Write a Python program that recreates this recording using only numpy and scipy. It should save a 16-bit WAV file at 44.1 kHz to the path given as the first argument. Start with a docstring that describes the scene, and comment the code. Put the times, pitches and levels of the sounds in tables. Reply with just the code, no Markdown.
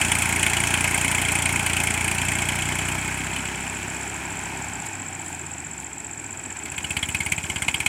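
"""Diesel tractor in a flooded field

One microphone in the open: a three-cylinder tractor drags a levelling board away; a cricket chirps close by.
Filtered noise bursts make the knocks: hard under load, then the engine speeds up as the load falls,
coasts down with the throttle shut and catches again in slow, sharp beats. Puffs through resonances make
the exhaust; random taps make the clatter and the muddy spray; gliding sine whistles make the cricket.
Low air and far insects, both filtered noise, lie behind."""
import sys
import numpy as np
from scipy import signal
from scipy.fft import rfft, irfft
from scipy.io import wavfile
from scipy.ndimage import uniform_filter1d

SR = 44100
rng = np.random.default_rng(int(sys.argv[2]) if len(sys.argv) > 2 else 0)


def persist_wave(psi):
    """Save psi, clipped to +-1, as 16-bit WAV."""
    counts = np.round(np.clip(psi, -1, 1) * 32767).astype(np.int16)
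    wavfile.write(sys.argv[1], SR, np.atleast_2d(counts).T)


N = 347493
TIME = np.arange(N) / SR


def from_db(db):
    """Decibels to gain."""
    return 10 ** (np.asarray(db) / 20)


def rms_one(x):
    """Scale each row to rms 1."""
    return x / np.sqrt(np.mean(x ** 2, axis=-1, keepdims=True) + 1e-20)


def even_level(x):
    """Hold the short-term rms near 1 whatever the firing rate."""
    power = uniform_filter1d(uniform_filter1d(x ** 2, SR // 4), SR // 8)
    return x / np.sqrt(power + 1e-12)


def in_time(rows):
    """Interpolate the columns of a curve at every sample."""
    times, *columns = np.transpose(rows)
    return [np.interp(TIME, times, column) for column in columns]


def ramp(t, start_s, takes_s):
    """A change from 0 to 1."""
    return np.clip((t - start_s) / takes_s, 0, 1)


def wander(per_s):
    """Random drift, straight between normal draws of spread 1."""
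    knots = rng.standard_normal(int(per_s * N / SR) + 2)
    return np.interp(TIME, np.linspace(0, N / SR, len(knots)), knots)


def resonate(x, hz, width):
    """A steep-sided resonance with gain 1 on top."""
    edges = np.clip([hz - width / 2, hz + width / 2], 10, .45 * SR)
    band = signal.butter(2, edges, "band", fs=SR, output="sos")
    return signal.sosfilt(band, x + 1e-18)


def place(times, sounds):
    """Lay short sounds on the time line."""
    out = np.zeros(N)
    for s, sound in zip(times, sounds):
        at = int(np.clip(s * SR, 0, N - 1))
        out[at:at + len(sound)] += sound[:N - at]
    return out


def impacts(per_s, spread_db):
    """Small contacts at random times, of uneven size and either sign."""
    chance = rng.random((int(per_s * N / SR), 3))
    size_db = spread_db * np.minimum(-np.log(1 - chance[:, 1]), 4)
    sizes = from_db(size_db) * np.sign(chance[:, 2] - .5)
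    return np.bincount((chance[:, 0] * N).astype(int), sizes, N)


def low_air(hz):
    """Moving air rumbles faintly under everything: noise below a cutoff."""
    low_pass = signal.butter(2, hz, fs=SR, output="sos")
    return rms_one(signal.sosfilt(low_pass, rng.standard_normal(N)))


def far_insects(hz, width):
    """Many distant crickets blur into one shrill band of noise."""
    return rms_one(resonate(rng.standard_normal(N), hz, width))


# the near cricket sings in runs of evenly spaced chirps: first chirp t/s, last chirp t/s
CHIRP_RUNS = [(1.082, 1.152), (1.305, 1.377), (2.259, 2.403), (2.655, 3.119), (3.241, 3.451),
              (3.602, 3.744), (3.876, 4.138), (4.3, 4.432), (4.618, 4.618), (4.73, 5.389), (5.511, 5.841),
              (5.977, 6.892), (6.967, 7.755)]
CHIRP_EVERY_S = .066


def cricket(start_hz, end_hz, stroke_s, gap_s, lead_s):
    """A lone wing stroke opens each run, then two a chirp; each whistle falls as the wing slows."""
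    chirps = np.concatenate([np.linspace(first, last, round((last - first) / CHIRP_EVERY_S) + 1)
                             for first, last in CHIRP_RUNS])
    openers = [first - lead_s for first, last in CHIRP_RUNS]
    strokes = np.concatenate([chirps, chirps + gap_s, openers])
    chance = rng.standard_normal((len(strokes), 2))
    along = np.minimum(np.arange(SR // 50) / SR / stroke_s, 1)   # 0 to 1 through a stroke
    hz = (start_hz + (end_hz - start_hz) * along) * (1 + .009 * chance[:, :1])
    whistle = np.sin(2 * np.pi * (np.cumsum(hz, axis=1) / SR + chance[:, 1:]))
    return place(strokes, np.sin(np.pi * along) ** 2 * whistle)


# colour of the spray of muddy water: f/Hz, level/dB
SPRAY = [(3000, -9), (5000, -11), (6200, -6), (7000, 4.5), (8300, 1), (9000, 0.5), (9700, -2),
         (10500, -8.5), (12500, -11), (16000, -22)]


def spray(per_s, spread_db):
    """Fine drops from the wheels and tines merge into a grainy hiss."""
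    hz, db = np.transpose(SPRAY)
    bins_hz = np.fft.rfftfreq(N, 1 / SR)
    colour = from_db(np.interp(np.log(bins_hz + 1), np.log(hz), db, left=-90))
    return rms_one(irfft(rfft(impacts(per_s, spread_db)) * colour, N))


# louder splashes behind the wheels: t/s, length/s, level over the spray/dB
SPLASHES = [(4.866, .01, 10), (5.293, .077, 5), (5.822, .03, 5)]


def splashes():
    """Gain of the spray as clods fall back into the water."""
    return from_db(sum(db * np.exp(-((TIME - s) / length) ** 2) for s, length, db in SPLASHES))


def thin_whistle(hz, width):
    """A faint high tone, a little rough: very narrow noise."""
    return rms_one(resonate(rng.standard_normal(N), hz, width))


SLACK_FUEL_DB, SLACK_RANGE_DB = -31, 7   # below this fuel supply the gears run slack, fully so 7 dB lower


def gear_slap(cycle, at, width, hz, width_hz):
    """With little load the gears slap once a firing cycle and ring a resonance of the casing."""
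    stroke = np.exp(-((cycle % 1 - at) / width) ** 2)
    return rms_one(resonate(stroke * rng.standard_normal(N), hz, width_hz))


def throb(cycle, depth_db, peak_at):
    """Clatter swells twice a firing cycle, in dB."""
    return depth_db * np.cos(4 * np.pi * (cycle - peak_at))


def clack(cycle, db, at, width):
    """The valve gear clacks once between firings, in dB."""
    return db * np.exp(-((cycle % 1 - at) / width) ** 2)


# resonances of the tractor's frame, engine casing and sheet metal: f/Hz, width/Hz, level/dB
FRAME = [(138, 112, -2), (269, 112, 0.5), (349.7, 53, -1), (416, 29.5, -3.5), (532, 260, -14)]
CASING = [(715, 212, -3.5), (869, 197, 1), (1046, 140, -4), (1337, 223, -5), (1586, 285, 0),
          (1876, 274, -3)]
SHEET_METAL = [(2331, 373, 4), (2576, 200, 1), (3072, 540, -6), (4150, 1400, -17), (6460, 2500, -13.5)]
TICK_SPEED = 20   # firings per s; the valve ticks stand out as the engine slows to this
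RUMBLE_FOLLOWS = 0.66   # share of the clatter's swing that reaches the frame


def clatter(modes, force_db, per_s, spread_db):
    """Valves, gears and loose parts tap the resonances of a body."""
    force = from_db(force_db)
    return even_level(sum(from_db(db) * resonate(force * impacts(per_s, spread_db), hz, width)
                          for hz, width, db in modes))


# resonances of the air intake: f/Hz, width/Hz, level/dB
INTAKE = [(77, 18, -2.5), (101.6, 9.3, -1), (151, 36, 1)]


def drone(cycle, speed, waver_db, lag, dispersion):
    """Engine orders swell one after another as they slide through the air intake's resonances."""
    out = 0
    for order in range(3, 8):
        gain = sum(from_db(db) * np.exp(-((order * speed - hz) / width) ** 2) for hz, width, db in INTAKE)
        # the resonances delay each order differently, smearing the strokes into a drone
        turns = order * (cycle - lag) + dispersion * order ** 2
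        out = out + gain / order * from_db(waver_db * wander(7.2)) * np.sin(2 * np.pi * turns)
    return even_level(out)


# resonances of the exhaust silencer: f/Hz, width/Hz, level/dB
SILENCER = [(66, 7, -9), (83.2, 18, 1.5), (110.2, 28, -3), (154.8, 23, -0.5), (204, 64, -5), (281, 89, -29)]


def exhaust(firings, lag_s, puff_s, low_cut_hz):
    """Each firing sends a smooth puff through the silencer's resonances."""
    t = np.arange(SR // 100) / SR
    puff = -np.exp(-.5 * ((t - lag_s) / puff_s) ** 2)
    puffs = place(firings, [puff] * len(firings))
    out = 0
    for hz, width, db in SILENCER:
        r = np.exp(-np.pi * width / SR)   # decay per sample of a two-pole resonance
        poles = [1, -2 * r * np.cos(2 * np.pi * hz / SR), r * r]
        out = out + from_db(db) * signal.lfilter([1 - r, 0, r - 1], poles, puffs)
    low_cut = signal.butter(4, low_cut_hz, "high", fs=SR, output="sos")
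    return even_level(signal.sosfilt(low_cut, out))


# fuel supply as the strength of a knock; the governor hunts once the engine catches: t/s, level/dB
FUEL = [(0, -14), (1.85, -15), (2.7, -18.5), (3.7, -28.5), (5.1, -53), (6.54, -46), (6.66, -26),
        (6.78, -19), (7.0, -11.5), (7.2, -13.5), (7.44, -19), (7.68, -11), (7.88, -10.5)]
# the cylinders fire in turn, each with its own knock: ring level/dB, treble level/dB
CYLINDERS = [(2, 1.5), (0.5, -0.5), (-2.5, 0.5)]
# a few knocks with their own level and pitch: t/s, level change from the beat/dB, strongest ring f/Hz
PICKED_KNOCKS = [(.113, 2.5, 2120), (.463, 4, 2020), (.567, 2, 2930), (.74, 0.5, 2640), (1.045, 1.5, 2160),
                 (1.457, 3, 2340), (1.866, 0.5, 2200), (3.359, 4.5, 2530), (6.842, -0.5, 2940),
                 (7.026, -2, 3200), (7.321, 3.5, 2380)]
RING_HZ, RING_SPREAD_HZ = 2310, 170   # strongest ring of an ordinary knock
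KNOCK_UNEVEN_DB = 1.3
TURN_S, TURN_TAKES_S, TURN_TREBLE_DB = 2.55, 0.84, -5.5   # the tractor turns its back, hiding engine treble


def knock_strengths(firings):
    """Fuel and cylinder set each knock; gives columns of ring dB, treble dB and strongest ring Hz."""
    chance = rng.standard_normal((len(firings), 3))
    fuel_db = np.interp(firings, *np.transpose(FUEL)) + KNOCK_UNEVEN_DB * chance[:, 0]
    ring_hz = RING_HZ + RING_SPREAD_HZ * chance[:, 1]
    for s, change_db, hz in PICKED_KNOCKS:
        nearest = np.abs(firings - s).argmin()
        fuel_db[nearest] += change_db
        ring_hz[nearest] = hz
    ring_db, treble_db = np.array(CYLINDERS)[np.arange(len(firings)) % len(CYLINDERS)].T
    turned_db = TURN_TREBLE_DB * ramp(firings, TURN_S, TURN_TAKES_S)
    treble_db = treble_db + turned_db + KNOCK_UNEVEN_DB * chance[:, 2]
    return np.array([fuel_db + ring_db, fuel_db + treble_db, ring_hz])[:, :, None]


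# resonances that a knock rings in the engine, body and treble: f/Hz, width/Hz, level/dB
KNOCK_RING = [(220, 140, -8.5), (882, 413, -4), (1597, 410, -4), (2203, 250, 4.5), (2530, 190, 4),
              (2960, 275, 2.5), (3207, 365, 1.5), (4155, 520, -10.5), (4700, 165, -10)]
KNOCK_TREBLE = [(5960, 1170, -5.5), (7600, 1260, 5), (7970, 1040, 3), (8870, 540, 7.5), (9530, 780, 5.5),
                (11000, 4200, -8), (13800, 2600, -18)]
KNOCK_RISE_S, KNOCK_ACCENT_DB = .0015, 7


def knocks(firings, decay_s, treble_decay_s, tail_db, tail_s, ring_db, treble_db, ping_db, ping_s, variety_db):
    """Combustion bursts for a few ms and rings the engine at every firing, with a ping from the chamber's gas."""
    each_ring_db, each_treble_db, ring_hz = knock_strengths(firings)
    t = np.arange(SR // 16) / SR
    swell = 1 - np.exp(-(t / KNOCK_RISE_S) ** 2)

    def burst(fall_s):
        """Pressure noise swells, drops fast and leaves a longer shiver; its strength differs by resonance."""
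        shape = swell * (np.exp(-t / fall_s) + from_db(tail_db) * np.exp(-t / tail_s))
        strength = from_db(variety_db * rng.standard_normal((len(firings), 1)))
        return strength * shape * rng.standard_normal((len(firings), len(t)))

    ring = 0
    for hz, width, level in KNOCK_RING:
        # each knock favours the resonances near its own pitch
        accent_db = KNOCK_ACCENT_DB * np.exp(-((hz - ring_hz) / 300) ** 2)
        ring = ring + from_db(level + accent_db) * resonate(burst(decay_s), hz, width)
    ping = swell * np.exp(-t / ping_s) * np.sin(2 * np.pi * ring_hz * t)
    ring = rms_one(rms_one(ring) + from_db(ping_db) * rms_one(ping))
    treble = rms_one(sum(from_db(level) * resonate(burst(treble_decay_s), hz, width)
                         for hz, width, level in KNOCK_TREBLE))
    return place(firings, from_db(ring_db + each_ring_db) * ring + from_db(treble_db + each_treble_db) * treble)


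# engine speed: t/s, firing rate f/Hz
SPEED = [(0, 29.087), (.37, 28.719), (.9, 29.468), (1.99, 28.761), (2.78, 30.35), (3.69, 33.364),
         (4.85, 33.505), (5.9, 22.72), (6.44, 18.3), (6.82, 15.693), (7.22, 17.446), (7.59, 16.21),
         (7.88, 16.982)]
FIRST_FIRING = .355   # share of a firing cycle before the first one
SHUT_S, SHUT_TAKES_S, OPEN_S, OPEN_TAKES_S = 4.8, .06, 6.55, .25   # the throttle shuts and opens again
SHUT_PUFFS_DB = -12   # the exhaust puffs fade while it is shut


def engine(thump_db, clatter_db):
    """One crankshaft times the exhaust, the knocks and the clatter of frame, casing and sheet metal."""
    speed, = in_time(SPEED)
    cycle = np.cumsum(speed) / SR - FIRST_FIRING
    firings = np.interp(np.arange(int(cycle[-1]) + 1), cycle, TIME)
    shut = ramp(TIME, SHUT_S, SHUT_TAKES_S) - ramp(TIME, OPEN_S, OPEN_TAKES_S)
    slack = np.clip((SLACK_FUEL_DB - in_time(FUEL)[0]) / SLACK_RANGE_DB, 0, 1)
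    slow = (TICK_SPEED / speed) ** 2

    frame_force = slow * clack(cycle, db=2.5, at=.75, width=0.14)
    casing_force = throb(cycle, depth_db=1, peak_at=0.089) + slow * clack(cycle, db=3.5, at=0.36, width=0.16)
    sheet_force = throb(cycle, depth_db=1.0, peak_at=0.038) + slow * clack(cycle, db=5.5, at=0.47, width=0.1)
    frame = clatter(FRAME, frame_force, per_s=1500, spread_db=3.0)
    casing = clatter(CASING, casing_force, per_s=1800, spread_db=3)
    sheet = clatter(SHEET_METAL, sheet_force, per_s=2500, spread_db=2.5)
    slap = slack * (speed / speed.max()) ** 2 * gear_slap(cycle, at=.71, width=0.15, hz=827, width_hz=180)
    puffs = exhaust(firings, lag_s=0.0026, puff_s=.001, low_cut_hz=63.4)

    out = from_db(RUMBLE_FOLLOWS * clatter_db - 15.5) * frame
    out += from_db(clatter_db + 0.16) * casing
    out += from_db(clatter_db - 0.02) * sheet
    out += from_db(-44.0) * slap
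    out += from_db(thump_db) * shut * drone(cycle, speed, waver_db=1.5, lag=.291, dispersion=.22)
    out += from_db(thump_db + SHUT_PUFFS_DB * shut + 2) * puffs
    out += knocks(firings, decay_s=0.0072, treble_decay_s=0.0059, tail_db=-22, tail_s=0.01, ring_db=-16,
                  treble_db=-18.5, ping_db=-6, ping_s=0.0052, variety_db=2.5)
    return out


# running levels before each layer's own offset: t/s, exhaust thump level/dB, clatter level/dB, spray level/dB
RUNNING = [(0.0, -33, -30.5, -37.5), (0.68, -33, -30, -38.5), (2.81, -33.5, -33, -43),
           (3.68, -40.5, -36.5, -47), (4.59, -43.5, -37.5, -47.5), (5.07, -41, -41, -52),
           (5.99, -48, -45, -54.5), (6.56, -47.5, -42.5, -53.5), (7.0, -37.5, -41, -47.5),
           (7.88, -40, -39.5, -47.5)]


def scene():
    """Engine, water and insects in the open, heard by one microphone."""
    thump_db, clatter_db, spray_db = in_time(RUNNING)
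    air = from_db(thump_db - 24) * low_air(hz=55)
    insects = from_db(-45) * far_insects(hz=7700, width=760)
    insects += from_db(-26) * cricket(start_hz=8274, end_hz=6770, stroke_s=0.011, gap_s=.0208, lead_s=.05)
    water = from_db(spray_db + 4.5) * splashes() * spray(per_s=6000, spread_db=2.5)
    whistle = from_db(spray_db - 14) * thin_whistle(hz=5310, width=29)
    tractor = engine(thump_db, clatter_db) + whistle
    return np.tile(air + insects + water + tractor, (2, 1))   # same signal on both channels


def record(dry):
    """The top is cut steeply above 16 kHz."""
    return signal.sosfilt(signal.ellip(10, .2, 80, 16000, fs=SR, output="sos"), dry)


dry = scene()
out = record(dry)
persist_wave(out)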